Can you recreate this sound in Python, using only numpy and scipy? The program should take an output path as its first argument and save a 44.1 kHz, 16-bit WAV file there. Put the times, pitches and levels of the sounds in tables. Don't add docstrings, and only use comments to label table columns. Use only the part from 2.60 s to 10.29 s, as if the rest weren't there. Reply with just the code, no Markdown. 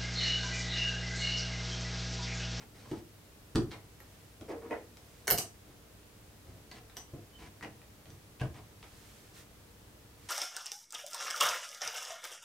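import sys
import numpy as np
from scipy import signal
from scipy.fft import rfft, irfft
from scipy.io import wavfile
from scipy.ndimage import uniform_filter1d

SR = 44100
rng = np.random.default_rng(int(sys.argv[2]) if len(sys.argv) > 2 else 0)


def to_wav(s):
    ch = np.atleast_2d(s).T
    pcm = np.round(np.clip(ch, -1, 1) * 32767)
    wavfile.write(sys.argv[1], SR, pcm.astype(np.int16))


N = 339040
RING = 24576
RING_HZ, RING_S = np.fft.rfftfreq(RING, 1 / SR), np.arange(RING) / SR
SCENE_HZ, SCENE_S = np.fft.rfftfreq(N, 1 / SR), np.arange(N) / SR
SOUND_SPEED_M_S = 343
EDGE_HZ = 15900
CASE_FLOOR_HZ = 318
SCRAPE_TRIM_DB, CLINK_TRIM_DB = -1.45, -2.0

# [freq_hz, relative_density_db_per_hz]
AIR_SPECTRUM = [(12, -49), (20, -17), (48, -9), (107, -5.5), (158, -11.5), (210, -11), (262, -15.5),
                (301, -16.5), (485, -13.5), (527, -19.5), (590, -17), (759, -20.5), (1090, -22.5),
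                (13500, -32), (16000, -33.5)]
AIR_LEVEL_DB = -57
# [freq_hz, correlation]
AIR_LIKENESS = [(60, 0.9), (150, 0.93), (380, 0.62), (950, 0.21), (2380, 0.031), (5980, 0.077),
                (15000, 0.33)]
# [freq_hz, level_db]
HUM_TONES = [(60, -67.5), (100, -67), (300, -72)]

# [freq_hz, t60_s]
ROOM_DECAY = [(60, 0.54), (300, 0.3), (1000, 0.26), (4000, 0.22), (9000, 0.25), (15000, 0.11)]
# [freq_hz, correlation]
ROOM_LIKENESS = [(100, 0.94), (300, 0.93), (600, 0.83), (1200, 0.53), (2500, 0.097), (15000, 0.12)]
# [freq_hz, gain_db]
ROOM_TONE = [(60, -3.5), (150, -1), (320, -4), (700, 3), (2000, -2.5), (4500, -2), (15000, -1.5)]

# [freq_hz, width_hz, relative_db]
BENCH_RESONANCES = [(59, 21, -8), (88, 23, -9), (114.4, 28, -2.5), (136.6, 46, -5)]
CASE_RESONANCES = [(197, 36, -21), (220, 21, 4.5), (250, 50, 1), (324.7, 48, 4), (394, 46, -5)]
LID_RESONANCES = [(438.4, 54, 7.5), (494, 54, -0.5), (562, 78, -2)]
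HANDLE_RESONANCES = [(777, 125, 1), (807, 140, -3), (1020, 190, 1), (1290, 146, -2.5)]
TRAY_RESONANCES = [(1470, 300, -16), (1730, 250, -2), (1970, 140, -2.5), (2303, 460, 0.5),
                   (2980, 380, -2.5)]
STEEL_RESONANCES = [(3530, 550, 1), (4020, 630, 2.5), (4800, 1700, 2.5), (5900, 1360, -1.5),
                    (8400, 1700, -3), (13000, 5000, -18)]
PARTS = (BENCH_RESONANCES, CASE_RESONANCES, LID_RESONANCES,
         HANDLE_RESONANCES, TRAY_RESONANCES, STEEL_RESONANCES)

# [start_s, length_s, peak_level_db]
BRUSH_STROKES = [(1.298, 0.53, -68), (2.35, .4, -65), (6.15, 0.65, -60.5), (6.73, 0.12, -55.5),
                 (7.567, 0.25, -61)]
# [freq_hz, relative_density_db_per_hz]
SKIN_SPECTRUM = [(300, -2), (700, -11), (1300, -1), (3000, -1.5), (6000, -3.5), (9000, -6), (15000, -13)]
# [start_s, length_s, pitch_hz, level_db]
SQUEAK_EVENTS = [(4.723, 0.059, 3025, -61.5)]

# [start_s, contact_s, pitch_hz, level_db]
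DRIVER_KNOCK_EVENTS = [(1.901, .01, 420, -44), (1.922, 0.0043, 520, -66), (1.948, .004, 420, -52),
                       (2.1, 0.0081, 260, -47), (2.109, 0.0047, 915, -35.5), (2.13, 0.0022, 1720, -44.5)]
# [start_s, length_s, pitch_hz, level_db]
DRIVER_DRAG_EVENTS = [(1.877, 0.065, 453, -41.5), (2.011, 0.063, 430, -47), (2.162, 0.051, 2130, -59)]
# [freq_hz, gain_db]
DRIVER_TONE = [(100, -3), (210, -9), (340, 4.5), (450, 1), (650, 4), (1200, 2), (2250, 0.5), (2900, -7),
               (5000, -9)]

# [start_s, struck_spot_pitch_hz, crack_db, small_socket_db, large_socket_db, ratchet_db]
CLINK_EVENTS = [(1.403, 12100, -68, -57, -72, -80), (2.672, 7000, -42, -60, -42, -39),
                (2.679, 1460, -27, -38, -35, -60), (2.703, 1500, -29.5, -24, -39, -56),
                (2.7094, 10500, -26, -22, -38, -53), (2.7205, 705, -33.5, -33, -48, -60),
                (2.7771, 6000, -33.5, -50, -63, -40), (2.784, 8100, -32, -34, -69, -67),
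                (2.787, 4400, -34, -38, -60, -64), (4.3682, 8100, -43.5, -53, -76, -44.5)]
# [freq_hz, relative_density_db_per_hz]
CRACK_SPECTRUM = [(240, -37), (400, 0), (607, -16), (687, -5), (839, -16.5), (921, -12), (1200, -13.5),
                  (1460, -10.5), (2590, -15), (2970, -4), (3470, -20), (4310, -7.5), (10900, -16.5),
                  (13300, -15), (16000, -12.5)]
# [freq_hz, relative_db, t60_s]
SMALL_SOCKET_MODES = [(12450, -10, .02), (12931, -5, .05), (13015, -2, .045), (13078, 0, .035),
                      (13184, -1, .04), (13400, -3, .02), (13840, -8, .04), (14400, -7, .02)]
LARGE_SOCKET_MODES = [(2280, 1, 0.03), (4500, -15, 0.066), (6100, -28, .04), (9150, 0, 0.044),
                      (9330, 2, 0.068), (9900, -2, 0.044), (11690, -19.5, .08)]
RATCHET_MODES = [(1113, -5, 0.16), (2140, -27, .1), (3250, -13, .04), (4550, -13, 0.083),
                 (5870, 15.5, 0.04), (6040, 9.5, 0.14), (8080, -1, 0.15), (8100, 0, 0.12), (11700, -7, .12)]

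# [start_s, contact_s, pitch_hz, level_db, bench_thud_db]
BUMP_EVENTS = [(0.314, 0.0065, 885, -31.5, -49), (0.950, 0.0057, 1700, -31.5, -36),
               (0.957, 0.0027, 4650, -18.5, -34), (0.979, 0.0017, 400, -30, -48),
               (1.811, 0.0023, 3160, -39, -59), (2.682, 0.0082, 1400, -45, -60),
               (2.716, 0.0058, 750, -43, -43), (2.738, 0.0044, 200, -47, -44.5),
               (2.788, 0.0012, 480, -47.5, -65), (4.534, 0.012, 706, -45, -46.5),
               (4.549, 0.0047, 139, -50, -55), (5.813, 0.0045, 720, -40.5, -33.5),
               (5.835, 0.0045, 724, -40, -44.5)]
# [start_s, length_s,
# pitch_hz, level_db]
SCRAPE_EVENTS = [(0, 0.04, 1960, -57.5), (0.131, 0.29, 4140, -60.5), (1.883, .045, 4800, -58.5),
                 (3.063, 0.066, 200, -61), (3.849, 0.15, 130, -59), (4.137, .058, 2200, -56.5),
                 (4.781, 0.107, 1720, -55.5), (5.452, 0.099, 130, -59), (5.937, 0.063, 1150, -55.5)]
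# [start_s, contact_s, pitch_hz, level_db]
CLICK_EVENTS = [(0.255, 0.0047, 885, -60.5), (1.109, 0.011, 4200, -57), (1.115, 0.0087, 3860, -52),
                (1.122, 0.023, 2120, -55), (1.129, 0.0071, 760, -57.5), (1.402, 0.0034, 1930, -62),
                (2.371, 0.0018, 4700, -62), (4.114, 0.0042, 4330, -53), (4.298, 0.0019, 3760, -64),
                (4.363, 0.0043, 4200, -65), (4.369, 0.00095, 3270, -53.5), (5.01, 0.0014, 1860, -58.5),
                (5.026, 0.0069, 1980, -49), (5.036, 0.0025, 1800, -54), (5.047, 0.0018, 2100, -55.5),
                (5.052, 0.0032, 298, -55.5), (5.217, 0.0012, 1990, -66.5), (5.457, 0.0014, 3200, -64.5),
                (5.503, 0.0026, 5830, -65.5), (5.798, 0.0044, 2680, -55.5), (5.807, .005, 2780, -55.5),
                (5.814, .004, 1670, -46.5), (6.228, 0.0024, 3500, -58.5), (6.229, 0.0016, 1300, -62.5),
                (6.241, 0.0027, 2300, -65)]

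# [bench_db, case_db, lid_db, handle_db, tray_db, steel_db]
DRIVER_REACH_DB = (-15, -1, -1, -7, -6, -8.5)
BUMP_REACH_DB = (-9, 0.5, -7.5, -17, -22, -20)
SCRAPE_REACH_DB = (5.5, 2.5, -0.5, -1.5, -2, -1.2)
CLICK_REACH_DB = (4.5, 4, 1.5, 1.1, 0, 0.8)
DRIVER_FALL = (4.5, 3.5)
BUMP_FALL = (3, 2)
SCRAPE_FALL = (3, 1.6)
CLICK_FALL = (7, 3.5)


def amp(db):
    return 10 ** (np.asarray(db) / 20)


def evened(x, seconds=99):
    head = x[..., :int(seconds * SR) + 1]
    return x / np.sqrt(np.mean(head ** 2) + 1e-20)


def read(points, hz):
    f, value = np.transpose(points)
    return np.interp(np.log(hz + 1), np.log(f + 1), value)


def add(mix, start_s, sound):
    part = mix[:, max(round(start_s * SR), 0):][:, :sound.shape[1]]
    part += sound[:, :part.shape[1]]


def causal(gain):
    cepstrum = irfft(np.log(np.maximum(gain / gain.max(), 1e-4)))
    cepstrum[1:RING // 2] *= 2
    cepstrum[RING // 2 + 1:] = 0
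    return np.exp(rfft(cepstrum))


def body(resonances):
    power = 0
    for f, width_hz, db in resonances:
        detuning = (RING_HZ - f) / width_hz * 1.16
        power = power + (amp(db) / (1 + detuning ** 2)) ** 2
    return causal(np.sqrt(power))


def noise_pair(likeness, size):
    mid, side = rfft(rng.standard_normal((2, size)))
    same = np.clip(read(likeness, np.fft.rfftfreq(size, 1 / SR)), -1, 1)
    return np.sqrt((1 + same) / 2) * mid + np.sqrt((1 - same) / 2) * np.array([side, -side])


def room(wet_db, gap_s=0.0029, early_db=3, early_s=0.0038, offset_m=-0.0048):
    hz, t, z = signal.stft(irfft(noise_pair(ROOM_LIKENESS, RING)), SR, nperseg=256)
    decay = amp(-60 * t / read(ROOM_DECAY, hz)[:, None])
    tail = signal.istft(z * decay, SR, nperseg=256)[1][:, :RING]
    onset = 1 - np.exp(-RING_S / gap_s)
    early_boost = amp(early_db * np.exp(-RING_S / early_s))
    tail = tail * onset * early_boost
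    direct = np.exp(-2j * np.pi * RING_HZ * np.array([[offset_m], [0]]) / SOUND_SPEED_M_S)
    return direct + amp(wet_db + read(ROOM_TONE, RING_HZ)) * rfft(evened(tail)) / np.sqrt(RING)


def contact(decay_s, chatter, corner_hz=350):
    burst = rng.standard_normal(RING) * np.exp(-RING_S / max(decay_s, 1e-4))
    highpass = 1j * RING_HZ / (1j * RING_HZ + corner_hz)
    return 1 + chatter * highpass * rfft(evened(burst)) / np.sqrt(RING)


def spot(hz, focus_db, sharpness=7):
    return 1 + amp(focus_db) / (1 + 1j * sharpness * (RING_HZ / hz - hz / (RING_HZ + 1)))


def blow(contact_s, hz, focus_db, corner_hz=350):
    return contact(contact_s, contact_s / 0.0018, corner_hz) * spot(hz, focus_db, sharpness=8.8)


def grainy_slips(size, grain_db):
    return rng.standard_normal(size) * amp(grain_db * np.minimum(rng.exponential(1, size), 5))


def drag(length_s, grain_db, fade):
    stroke = signal.windows.tukey(min(int(length_s * SR), RING), fade)
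    slips = grainy_slips(RING, grain_db)
    return rfft(slips[:len(stroke)] * stroke, RING)


def shares(hz, reach_db, fall):
    octaves = np.array([np.log2(np.array(part)[:, 0] / hz).mean() for part in PARTS])
    above, below = np.maximum(octaves, 0), np.maximum(-octaves, 0)
    return np.array(reach_db) - fall[0] * above - fall[1] * below


def stir(parts, drive, levels_db, level_s):
    sound = sum(amp(db) * evened(irfft(drive * part), level_s) for part, db in zip(parts, levels_db))
    fade_out = np.minimum(2 * (1 - RING_S / RING_S[-1]), 1) ** 2
    return sound * fade_out


def workshop():
    air = irfft(noise_pair(AIR_LIKENESS, N) * amp(read(AIR_SPECTRUM, SCENE_HZ)), N)
    wander = rfft(rng.standard_normal((len(HUM_TONES), N))) * (SCENE_HZ < 3)
    drift = evened(irfft(wander, N))
    hum = np.zeros(N)
    for (f, db), d in zip(HUM_TONES, drift):
        hum += amp(db) * evened(np.sin(2 * np.pi * f * SCENE_S + 0.98 * d))
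    return amp(AIR_LEVEL_DB) * evened(air) + hum


def brushes(grain_db=-1.5):
    swell = np.zeros(N)
    for start_s, length_s, db in BRUSH_STROKES:
        swell += amp(db) * np.sin(np.pi * np.clip((SCENE_S - start_s) / length_s, 0, 1))
    skin = rfft(grainy_slips(N, grain_db)) * amp(read(SKIN_SPECTRUM, SCENE_HZ))
    hiss = irfft(skin * rfft(irfft(room(wet_db=-7.0)), N), N)
    return swell * evened(hiss)


def squeaks(waver=0.021, octave_db=-23):
    out = np.zeros((2, N))
    for start_s, length_s, hz, db in SQUEAK_EVENTS:
        wander = evened(uniform_filter1d(rng.standard_normal(RING), size=150))
        angle = 2 * np.pi * np.cumsum(hz * (1 + waver * wander)) / SR
        swell = np.sin(np.pi * np.minimum(RING_S / length_s, 1))
        tone = (np.sin(angle) + amp(octave_db) * np.sin(2 * angle)) * swell
        add(out, start_s, amp(db) * evened(irfft(rfft(tone) * room(wet_db=1)), length_s))
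    return out


def driver(parts):
    out = np.zeros((2, N))
    for start_s, contact_s, hz, db in DRIVER_KNOCK_EVENTS:
        drive = blow(contact_s, hz, focus_db=7) * room(wet_db=7.0)
        add(out, start_s, stir(parts, drive, db + shares(hz, DRIVER_REACH_DB, DRIVER_FALL), level_s=0.057))
    for start_s, length_s, hz, db in DRIVER_DRAG_EVENTS:
        drive = drag(length_s, grain_db=4.0, fade=0.26) * spot(hz, focus_db=1) * room(wet_db=2)
        add(out, start_s, stir(parts, drive, db + shares(hz, DRIVER_REACH_DB, DRIVER_FALL), length_s))
    return irfft(rfft(out) * amp(read(DRIVER_TONE, SCENE_HZ)), N)


def ringing(modes):
    ring = np.zeros(RING)
    for f, db, t60_s in modes:
        level_db = db + 0.33 * rng.standard_normal() - 60 * RING_S / t60_s
        ring += amp(level_db) * np.sin(2 * np.pi * f * RING_S)
    return rfft(ring)


def clinks(socket_right_db=3.0):
    out = np.zeros((2, N))
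    crack = causal(amp(read(CRACK_SPECTRUM, RING_HZ)))
    beam = amp(socket_right_db * np.array([[-1], [1]]))
    for start_s, hz, *levels_db in CLINK_EVENTS:
        drive = contact(decay_s=0.0013, chatter=3.2) * spot(hz, focus_db=4) * room(wet_db=3.0)
        small_socket = beam * ringing(SMALL_SOCKET_MODES)
        pieces = [crack, small_socket, ringing(LARGE_SOCKET_MODES), ringing(RATCHET_MODES)]
        add(out, start_s, stir(pieces, drive, levels_db, level_s=0.0095))
    return out


def bumps(parts):
    out = np.zeros((2, N))
    drum = spot(CASE_FLOOR_HZ, focus_db=5.0, sharpness=3.1)
    for start_s, contact_s, hz, db, thud_db in BUMP_EVENTS:
        drive = blow(contact_s, hz, focus_db=5.0, corner_hz=695) * drum * room(wet_db=2.0)
        add(out, start_s, stir(parts, drive, db + shares(hz, BUMP_REACH_DB, BUMP_FALL), level_s=0.021))
        add(out, start_s, stir(parts[:1], room(wet_db=-1.0), [thud_db], level_s=0.028))
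    return out


def scrapes(parts):
    out = np.zeros((2, N))
    for start_s, length_s, hz, db in SCRAPE_EVENTS:
        drive = drag(length_s, grain_db=4.5, fade=0.23) * room(wet_db=-3)
        add(out, start_s, stir(parts, drive, db + shares(hz, SCRAPE_REACH_DB, SCRAPE_FALL), length_s))
    return out


def clicks(parts):
    out = np.zeros((2, N))
    for start_s, contact_s, hz, db in CLICK_EVENTS:
        drive = blow(contact_s, hz, focus_db=9.5) * room(wet_db=2.0)
        add(out, start_s, stir(parts, drive, db + shares(hz, CLICK_REACH_DB, CLICK_FALL), level_s=0.047))
    return out


def scene():
    parts = [body(part) for part in PARTS]
    background = workshop() + brushes() + squeaks()
    steel = amp(CLINK_TRIM_DB) * clinks()
    tray = amp(SCRAPE_TRIM_DB) * scrapes(parts) + clicks(parts)
    return background + driver(parts) + steel + bumps(parts) + tray


def record(dry):
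    lowpass = signal.firwin(511, EDGE_HZ, window=("kaiser", 9), fs=SR)
    return signal.oaconvolve(dry, lowpass[None], "same")


dry = scene()
out = record(dry)
to_wav(out)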